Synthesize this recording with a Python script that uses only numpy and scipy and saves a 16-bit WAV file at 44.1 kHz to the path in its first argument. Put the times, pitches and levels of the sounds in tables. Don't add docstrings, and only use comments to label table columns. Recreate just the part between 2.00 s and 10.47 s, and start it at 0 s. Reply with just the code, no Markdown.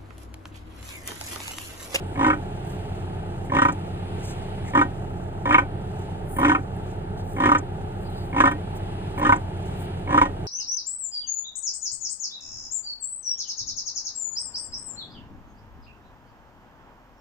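import sys
import numpy as np
from scipy import signal
from scipy.fft import rfft, irfft, next_fast_len
from scipy.io import wavfile
from scipy.ndimage import uniform_filter1d, minimum_filter1d

SR = 44100
rng = np.random.default_rng(int(sys.argv[2]) if len(sys.argv) > 2 else 0)


def file_out(sig):
    cols = np.atleast_2d(sig).T
    lim = np.clip(cols, -1, 1)
    pcm = np.round(lim * 32767).astype(np.int16)
    wavfile.write(sys.argv[1], SR, pcm)


N = 373524

# [start t/s, end t/s, slap rate f/Hz, first force level/dB, full force level/dB, chest depth level/dB]
GRUNT_FLUTTERS = [(.154, .27, 54, -40, -22, 2), (1.499, 1.54, 54, -44, -25, 0),
                  (2.735, 2.745, 52, -30, -20, 3.5), (3.455, 3.5, 57, -25, -23, 0),
                  (4.364, 4.487, 60, -40, -21, 2.5), (5.365, 5.48, 56, -39, -22, 1),
                  (6.327, 6.37, 56, -39, -22, 1), (7.177, 7.22, 56, -34, -26, 0),
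                  (8.073, 8.167, 57, -36, -22, 0)]
# [t/s, force level/dB, mouth share level/dB, nasal share level/dB, palate share level/dB]
SINGLE_SLAPS = [(0.21, -22, -3, -10, -15.5), (0.244, -22.5, 6, -2, -4.5), (0.28, -20.5, 0, -15, -16.0),
                (0.3, -20, 5, -6.5, -6), (0.329, -28.5, 8, -8, -7), (1.519, -21, -17, -17, -29),
                (1.548, -21, -10.5, -7, -23), (1.566, -18.5, -2, -7, -8.5), (1.585, -19.5, 4, -1, -14.5),
                (1.618, -15.5, 1.5, -5, -21), (1.65, -15.5, 1, -14, -13.5), (1.684, -21.5, 1.5, -11.5, -10),
                (2.75, -15, -2, -8.5, -24), (2.773, -16.5, -1.0, -8, -15), (2.79, -23.0, 6, -8, -3.5),
                (2.812, -16.5, 3, -10.5, -16), (3.455, -22.5, -7, -6.5, -14), (3.507, -20.5, 4.5, -9, -3),
                (3.524, -23.5, 4, 3.5, -2.5), (3.543, -11.5, 4.5, -5.5, 0), (3.581, -14.0, 1, -12.5, -5.5),
                (4.385, -20.5, -14.5, -17.5, -24), (4.429, -21.5, 2, -8.5, -19),
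                (4.447, -16.5, 1, -6.5, -9), (4.463, -27, 3, -5, -3), (4.494, -20.5, 4, -3, -5),
                (4.516, -17.5, -2, -7.5, -22), (4.548, -26, 11.0, -4, -0.5),
                (5.401, -19.5, -6, -9.5, -18.0), (5.436, -20, 1.5, -1.5, -12), (5.456, -17.5, -1, -3, -9.5),
                (5.489, -21, 5.5, -7.5, -8), (5.516, -13.5, 1.5, -14.5, -31), (5.548, -20, 6, -6, -8.5),
                (6.38, -20.5, -5, -8.5, -7), (6.402, -13.0, 0, -5.5, -11.5),
                (6.437, -13.5, -0.5, -21.5, -17), (6.455, -19, 1, -2.5, -8.5),
                (6.473, -18.5, 3.5, -4.5, -19), (6.512, -28.5, 1, -4, -8), (7.228, -20, -15, -13, -17),
                (7.248, -24.5, 7, 2.5, -14), (7.265, -23, 4, -1.5, -9), (7.292, -12.0, -1.5, -15.5, -22.5),
                (7.322, -12, -2, -15.5, -9.5), (8.143, -15.5, -5.5, -16.5, -25),
                (8.176, -13, 3.5, -9.5, -15.5), (8.214, -8.5, -10, -16.5, -18), (8.253, -27, -2, -6.5, -14)]
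SLAP_S = .008


def from_db(db):
    return 10 ** (np.asarray(db) / 20)


def rms_one(x):
    return x / np.sqrt(np.mean(x ** 2) + 1e-20)


def seconds():
    return np.arange(N) / SR


def at_hz(points, hz):
    f, value = np.transpose(points)
    return np.interp(np.log(np.maximum(hz, 1)), np.log(f), value)


def drift(rate):
    return np.interp(seconds() * rate, np.arange(16000), rng.standard_normal(16000))


def shaped(x, response):
    size = next_fast_len(N + 4096)
    return irfft(rfft(x, size) * response(np.fft.rfftfreq(size, 1 / SR)), size)[..., :N]


def ports(shared, apart):
    # [f/Hz, share 0-1]
    port_likeness = [(45, .1), (65, 1), (100, 1), (350, 0.94), (550, 0.13), (750, 0.12), (1200, 1),
                     (2000, 0.39), (4000, 0.6), (8000, 1)]

    def alike(hz):
        return np.clip(at_hz(port_likeness, hz), 0, 1)

    mid = shaped(shared, lambda hz: np.sqrt((1 + alike(hz)) / 2))
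    side = shaped(apart, lambda hz: np.sqrt((1 - alike(hz)) / 2))
    return np.array([mid + side, mid - side])


def noise(spectrum):
    white = ports(*rng.standard_normal((2, N)))
    return rms_one(shaped(white, lambda hz: from_db(at_hz(spectrum, hz))))


def resonance(x, hz, width):
    r = np.exp(-np.pi * width / SR)
    zeros = np.array([1, 0, -1]) * (1 - r * r) / 2
    poles = [1, -2 * r * np.cos(2 * np.pi * hz / SR), r * r]
    return signal.lfilter(zeros, poles, x + 1e-18)


def fade(clicks, decay_s):
    return signal.lfilter([1], [1, -np.exp(-1 / (decay_s * SR))], clicks + 1e-18)


def strike(times, level_db):
    clicks = np.zeros(N)
    clicks[(times * SR).astype(int)] = from_db(level_db)
    return clicks


def shed_air(air_db=-49.0, stir_db=3.5):
    # [f/Hz, relative level/dB per Hz]
    air_colour = [(1000, 6.5), (1900, 0.5), (2800, 4), (3400, 0), (4300, -5.5), (6000, -18.5), (8000, -17),
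                  (9800, -11.5), (12000, -18), (14000, -47), (15500, -40)]
    return from_db(air_db + stir_db * drift(rate=2.682)) * noise(air_colour)


def opposite_rumble(rumble_db=-49.5):
    # [f/Hz, relative level/dB per Hz]
    rumble_colour = [(15, -21), (32, 0), (50, -5), (95, 4), (140, -8), (250, -23), (600, -49), (2000, -90)]
    rumble = rms_one(shaped(rng.standard_normal(N), lambda hz: from_db(at_hz(rumble_colour, hz))))
    return from_db(rumble_db) * np.array([rumble, -rumble])


def engine(clatter_db=-34.0, throb=0.19, waver_db=1.36, apart_rad=0.2):
    firing_hz = 32.49
    engine_orders = [1, 2, 2.75, 3, 3.25, 4, 4.75, 5, 5.5, 6, 8, 10, 11, 12, 13]
    engine_levels_db = [-41, -55.5, -38.5, -39, -47.5, -42.5, -49.5, -50.5, -46.5, -46.5, -53, -52, -50.5,
                        -57, -50]
    # [f/Hz, relative level/dB per Hz]
    clatter_colour = [(45, 0), (64, -0.5), (80, -5.5), (105, -0.5), (170, 2), (230, -9), (310, -8),
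                      (400, -2.5), (490, -9), (750, -5.5), (880, -5.5), (1020, -23), (1300, -16),
                      (1900, -28), (3000, -56.5)]
    turn = 2 * np.pi * (firing_hz * seconds() + 0.0072 * drift(rate=2.896))
    tones = 0
    for multiple, level_db in zip(engine_orders, engine_levels_db):
        phase = 2 * np.pi * rng.random() + np.array([[-apart_rad / multiple ** 2], [0]])
        level = from_db(level_db + waver_db * drift(rate=4.4))
        tones = tones + level * np.sqrt(2) * np.cos(multiple * turn + phase)
    clatter = noise(clatter_colour) * (1 + throb * np.cos(turn))
    clatter = signal.sosfilt(signal.butter(4, 42, "high", fs=SR, output="sos"), clatter)
    return tones + from_db(clatter_db) * clatter


def bedding(rustle_db=-65.5):
    # [f/Hz, relative level/dB per Hz]
    rustle_colour = [(4000, -5.5), (7000, 0.5), (9500, -6), (12000, -11), (15500, -13)]
    stirring_db = 3 * drift(rate=9) + 2.5 * drift(rate=120)
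    return from_db(rustle_db + stirring_db) * noise(rustle_colour)


def small_noises(grain_db=3.0):
    # [middle t/s, half length t/s, level/dB, centre f/Hz, width/octaves]
    noise_swells = [(0.12, 0.11, -63, 8730, 0.37), (0.702, 0.051, -56.5, 9600, 0.7),
                    (1.462, 0.013, -57.5, 9000, 0.41), (2.284, 0.064, -48, 6850, 0.61),
                    (2.682, 0.029, -52, 6700, 0.53), (2.679, 0.029, -47, 2050, 0.25),
                    (4.37, 0.068, -44, 10600, 0.37), (4.766, 0.007, -56, 10500, 0.28),
                    (5.195, 0.023, -58, 5480, 0.95), (5.325, 0.066, -55, 9150, 0.86),
                    (5.59, 0.0076, -39, 6500, 0.27), (6.149, 0.23, -63, 9400, 0.69),
                    (6.193, .05, -56, 4000, 0.29), (6.519, 0.0094, -51, 8600, 0.79),
                    (6.768, 0.014, -52, 9000, 0.98), (7.193, 0.018, -48, 10000, 1),
                    (7.812, 0.044, -53, 10100, 0.68), (1.727, 0.0055, -46.5, 7000, 0.47),
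                    (2.298, .05, -53, 4400, .5), (5.2, .025, -55, 3600, .4),
                    (7.366, 0.0066, -46.5, 7040, 0.27)]
    t, out = seconds(), np.zeros(N)
    hz = np.fft.rfftfreq(SR, 1 / SR) + 1
    for middle, half, level_db, centre_hz, octaves in noise_swells:
        near = np.abs(t - middle) < .4
        colour = 1 / (1 + (np.log2(hz / centre_hz) / octaves) ** 2 / 2) ** 2
        hiss = rms_one(irfft(rfft(rng.standard_normal(SR)) * colour))[:near.sum()]
        swell = np.exp(-((t[near] - middle) / half) ** 2)
        out[near] += from_db(level_db) * hiss * swell
    return out * from_db(grain_db * drift(rate=140))


def squeak(flicker_db=2.5, sag_hz_per_s=1400):
    # [middle t/s, half length t/s, f/Hz, peak level/dB, waver f/Hz]
    squeak_events = [(6.068, .018, 4750, -52, 50), (6.1, .065, 4110, -54, 200),
                     (6.19, .055, 4590, -54.5, 260), (6.14, .025, 3330, -56, 220)]
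    t, out = seconds(), 0
    for middle, half, hz, level_db, waver_hz in squeak_events:
        pitch = hz - sag_hz_per_s * (t - middle) + waver_hz * drift(rate=620)
        swell = np.exp(-((t - middle) / half) ** 2)
        level = from_db(level_db + flicker_db * drift(rate=110)) * swell
        out = out + level * np.sin(2 * np.pi * np.cumsum(pitch) / SR)
    return out


def shed(x, early_db=-10.0, early_s=.013, tail_db=-16.0, tail_t60_s=0.13, wall_cut_hz=4500):
    t = np.arange(SR // 2) / SR
    scatter = rng.standard_normal((2, len(t))) * (rng.random((2, len(t))) < .03)
    scatter = scatter * np.exp(-t / early_s) * (t > .003)
    tail = rng.standard_normal((2, len(t))) * from_db(-60 * t / tail_t60_s) * (t > .01)
    echoes = 0
    for db, part in [(early_db, scatter), (tail_db, tail)]:
        echoes = echoes + from_db(db) * part / np.linalg.norm(part, axis=1, keepdims=True)
    reflected = signal.fftconvolve(x, echoes, axes=1)[:, :N]
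    return signal.sosfilt(signal.butter(1, wall_cut_hz, fs=SR, output="sos"), reflected)


def last_slaps():
    single = np.array(SINGLE_SLAPS)
    return single[np.diff(single[:, 0], append=np.inf) > .5]


def in_grunt(times):
    starts, *_, depth_db = np.transpose(GRUNT_FLUTTERS)
    own = np.abs(times[:, None] - starts).argmin(axis=1)
    age = times - starts[own]
    lengths = last_slaps()[:, 0] - starts
    return age, np.clip(age / lengths[own], 0, 1), depth_db[own]


def slaps(jitter_s=.001, uneven_db=1.5, swell_s=0.039, trail_s=.037, trail_loss_db=23.5):
    # [mouth share level/dB, nasal share level/dB, palate share level/dB]
    flutter_shares = [-9, -10, -16]
    single, trail = np.array(SINGLE_SLAPS), last_slaps()
    trail[:, :2] += [trail_s, -trail_loss_db]
    rows = [*single, *trail]
    for start, end, rate, first_db, full_db, _ in GRUNT_FLUTTERS:
        age = np.arange(12) / rate
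        times = start + age
        late, stronger = rng.standard_normal((2, len(age)))
        force_db = np.interp(age, [0, swell_s], [first_db, full_db]) + uneven_db * stronger
        shares_db = np.tile(flutter_shares, (len(age), 1))
        flutter = np.column_stack([times + jitter_s * late, force_db, shares_db])
        free = np.abs(times[:, None] - single[:, 0]).min(axis=1) > .5 / rate
        rows.extend(flutter[(times < end) & free])
    return np.array(rows)


def tract(times, level_db, modes, rough, puff_s, vary_db, stretch, glide=0):
    t, out = np.arange(SR // 8) / SR, np.zeros(N + SR)
    tuning = 1 + glide * (in_grunt(times)[1] - .5)
    for s, slap_db, puff, tuned in zip(times, level_db, rough * np.ones(len(times)), tuning):
        drive = (t == 0) + puff * rng.standard_normal(len(t)) * np.exp(-(t / puff_s) ** 2)
        ring = 0
        for k, (hz, width, mode_db) in enumerate(modes):
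            sharper, louder = rng.standard_normal(2)
            hz = hz * tuned * (1 + stretch * sharper)
            twice = resonance(resonance(drive, hz, width), hz, width)
            ring = ring + (-1) ** k * from_db(mode_db + vary_db * louder) * twice
        force = np.sqrt(np.sum(ring ** 2) / (SLAP_S * SR))
        out[int(s * SR):][:len(t)] += from_db(slap_db) * ring / force
    return out[:N]


def hollowed(x):
    # [f/Hz, width f/Hz]
    side_cavities = [(228, 5.6), (680, 19), (1142, 39), (1590, 47), (1985, 87), (3430, 250)]
    for hz, width in side_cavities:
        x = signal.lfilter(*signal.iirnotch(hz, hz / width, fs=SR), x + 1e-18)
    return x


def rasp(times, level_db, rasp_db=-6.0, linger_s=0.013):
    # [f/Hz, relative level/dB per Hz]
    rasp_colour = [(500, -16), (1000, 16), (1620, 9.5), (1860, 16), (2020, -12), (2320, -27), (2850, 1.5),
                   (3170, 12), (3440, -22), (3610, 6.5), (4000, -54)]
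    flow = uniform_filter1d(fade(strike(times, level_db + rasp_db), linger_s), size=600)
    return flow * from_db(2 * drift(rate=500)) * noise(rasp_colour)


def spray(times, level_db):
    # [f/Hz, relative level/dB per Hz]
    spray_colour = [(2500, 19), (4000, 6.5), (4400, 2), (6000, 6.5), (7000, 4.5), (9500, -2.5),
                    (13000, -12), (15500, -29)]
    wet = fade(strike(times, level_db + 2 * rng.standard_normal(len(times))), decay_s=0.014)
    return uniform_filter1d(wet, size=260) * noise(spray_colour)


def sow(chest_db=-19.0, windpipe_db=-22.0, throat_db=2.04, snout_db=0.5, crack_db=-13.0,
        nostril_db=-14.5, spray_db=-9.5, snort_db=-36.5, snort_s=.11, flesh_cut_hz=4000):
    # [f/Hz, width of one pass f/Hz, relative level/dB]
    chest_modes, windpipe_modes = [(282, 72, 0)], [(63, 67, -5), (545, 60, -1.5), (743, 48, -5.5),
                                                  (807, 32, -2)]
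    throat_modes, mouth_modes = [(1003, 105, 0)], [(1075, 90, -9), (1240, 105, 4), (1355, 70, -4),
                                                 (1488, 64, 3)]
    palate_modes, snout_modes = [(2166, 106, 1), (2342, 85, -2), (2600, 320, -10.5)], [(1705, 70, -7), (1857, 48, 4)]
    crack_modes, nostril_modes, snort_modes = [(1220, 820, 1), (2220, 600, -6)], [(2950, 200, -7), (3250, 190, 0),
                                                              (3640, 170, -3)], [(1480, 160, -2),
                                                                                (1740, 190, 0),
                                                                                (2185, 260, 0),
                                                                                (3110, 220, -9)]

    times, force_db, mouth_share_db, nasal_share_db, palate_share_db = slaps().T
    age, through, depth_db = in_grunt(times)
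    push_db = 0.24 * (force_db + 14.5)
    arch_db = depth_db - 29.5 * (through - 0.58) ** 2
    ragged = from_db(0.36 * (nasal_share_db + 13))
    nasal_db = force_db + nasal_share_db
    half_nasal_db = force_db + nasal_share_db / 2

    chest = tract(times, chest_db + arch_db + push_db, chest_modes,
                  rough=.02, puff_s=.02, vary_db=0, stretch=.025, glide=.08)
    windpipe = tract(times, windpipe_db + 2 * push_db, windpipe_modes,
                     rough=.02, puff_s=.015, vary_db=2.5, stretch=.02)
    throat = tract(times, force_db + throat_db, throat_modes,
                   rough=.025 * ragged, puff_s=.008, vary_db=0, stretch=.014, glide=-.02)
    mouth = tract(times, force_db + mouth_share_db, mouth_modes,
                  rough=.032 * ragged, puff_s=.009, vary_db=2, stretch=.009)
    palate = tract(times, force_db + palate_share_db, palate_modes,
                   rough=.05 * ragged, puff_s=.009, vary_db=3, stretch=.008)
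    snout = tract(times, nasal_db + snout_db, snout_modes,
                  rough=.05 * ragged, puff_s=.011, vary_db=2, stretch=.005)
    crack = tract(times, force_db + palate_share_db / 3 + crack_db, crack_modes,
                  rough=.1, puff_s=.003, vary_db=2, stretch=.05)
    nostrils = tract(times, half_nasal_db + nostril_db, nostril_modes,
                     rough=.15, puff_s=.012, vary_db=3, stretch=.012)
    snort = from_db(snort_db) * tract(times, -20 * age / snort_s, snort_modes,
                                      rough=.2, puff_s=.008, vary_db=1, stretch=.015)
    voice = chest + windpipe + throat + mouth + palate + snout + crack + nostrils + snort
    voice = signal.sosfilt(signal.butter(6, flesh_cut_hz, fs=SR, output="sos"), voice)
    wet = spray(times, half_nasal_db + spray_db)
    return hollowed(voice + rasp(times, nasal_db)) + wet


def scene(left_db=-0.5):
    background = shed_air() + opposite_rumble() + engine()
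    litter = bedding() + small_noises() + squeak() * from_db([[0], [-9]])
    voice = sow()
    grunts = (voice + ports(*shed(voice))) * from_db([[left_db], [0]])
    return background + litter + grunts


def record(dry, ceiling=.93, cutoff_hz=15400):
    # [f/Hz, level/dB]
    left_colour = [(100, -.8), (380, -.3), (570, -5.5), (800, -1.5), (1100, -.3), (8000, 0)]
    # [f/Hz, lag/rad]
    left_lag = [(100, .15), (300, .22), (450, .6), (600, 1.1), (860, 1.9), (1120, 2.0), (1380, 2.2),
                (1890, .7), (2200, 1.3), (2600, 2.6), (4000, 3.1), (6000, 2.8), (8500, 0), (11500, -3),
                (14500, -6)]
    left = shaped(dry[0], lambda hz: from_db(at_hz(left_colour, hz)) * np.exp(-1j * at_hz(left_lag, hz)))
    heard = np.array([left, dry[1]])
    room_left = ceiling / np.maximum(np.abs(heard).max(axis=0), ceiling)
    held = minimum_filter1d(room_left, size=400)
    gain = uniform_filter1d(uniform_filter1d(held, size=200), size=200)
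    return signal.sosfilt(signal.ellip(10, .1, 80, cutoff_hz, fs=SR, output="sos"), heard * gain)


dry = scene()
out = record(dry)
file_out(out)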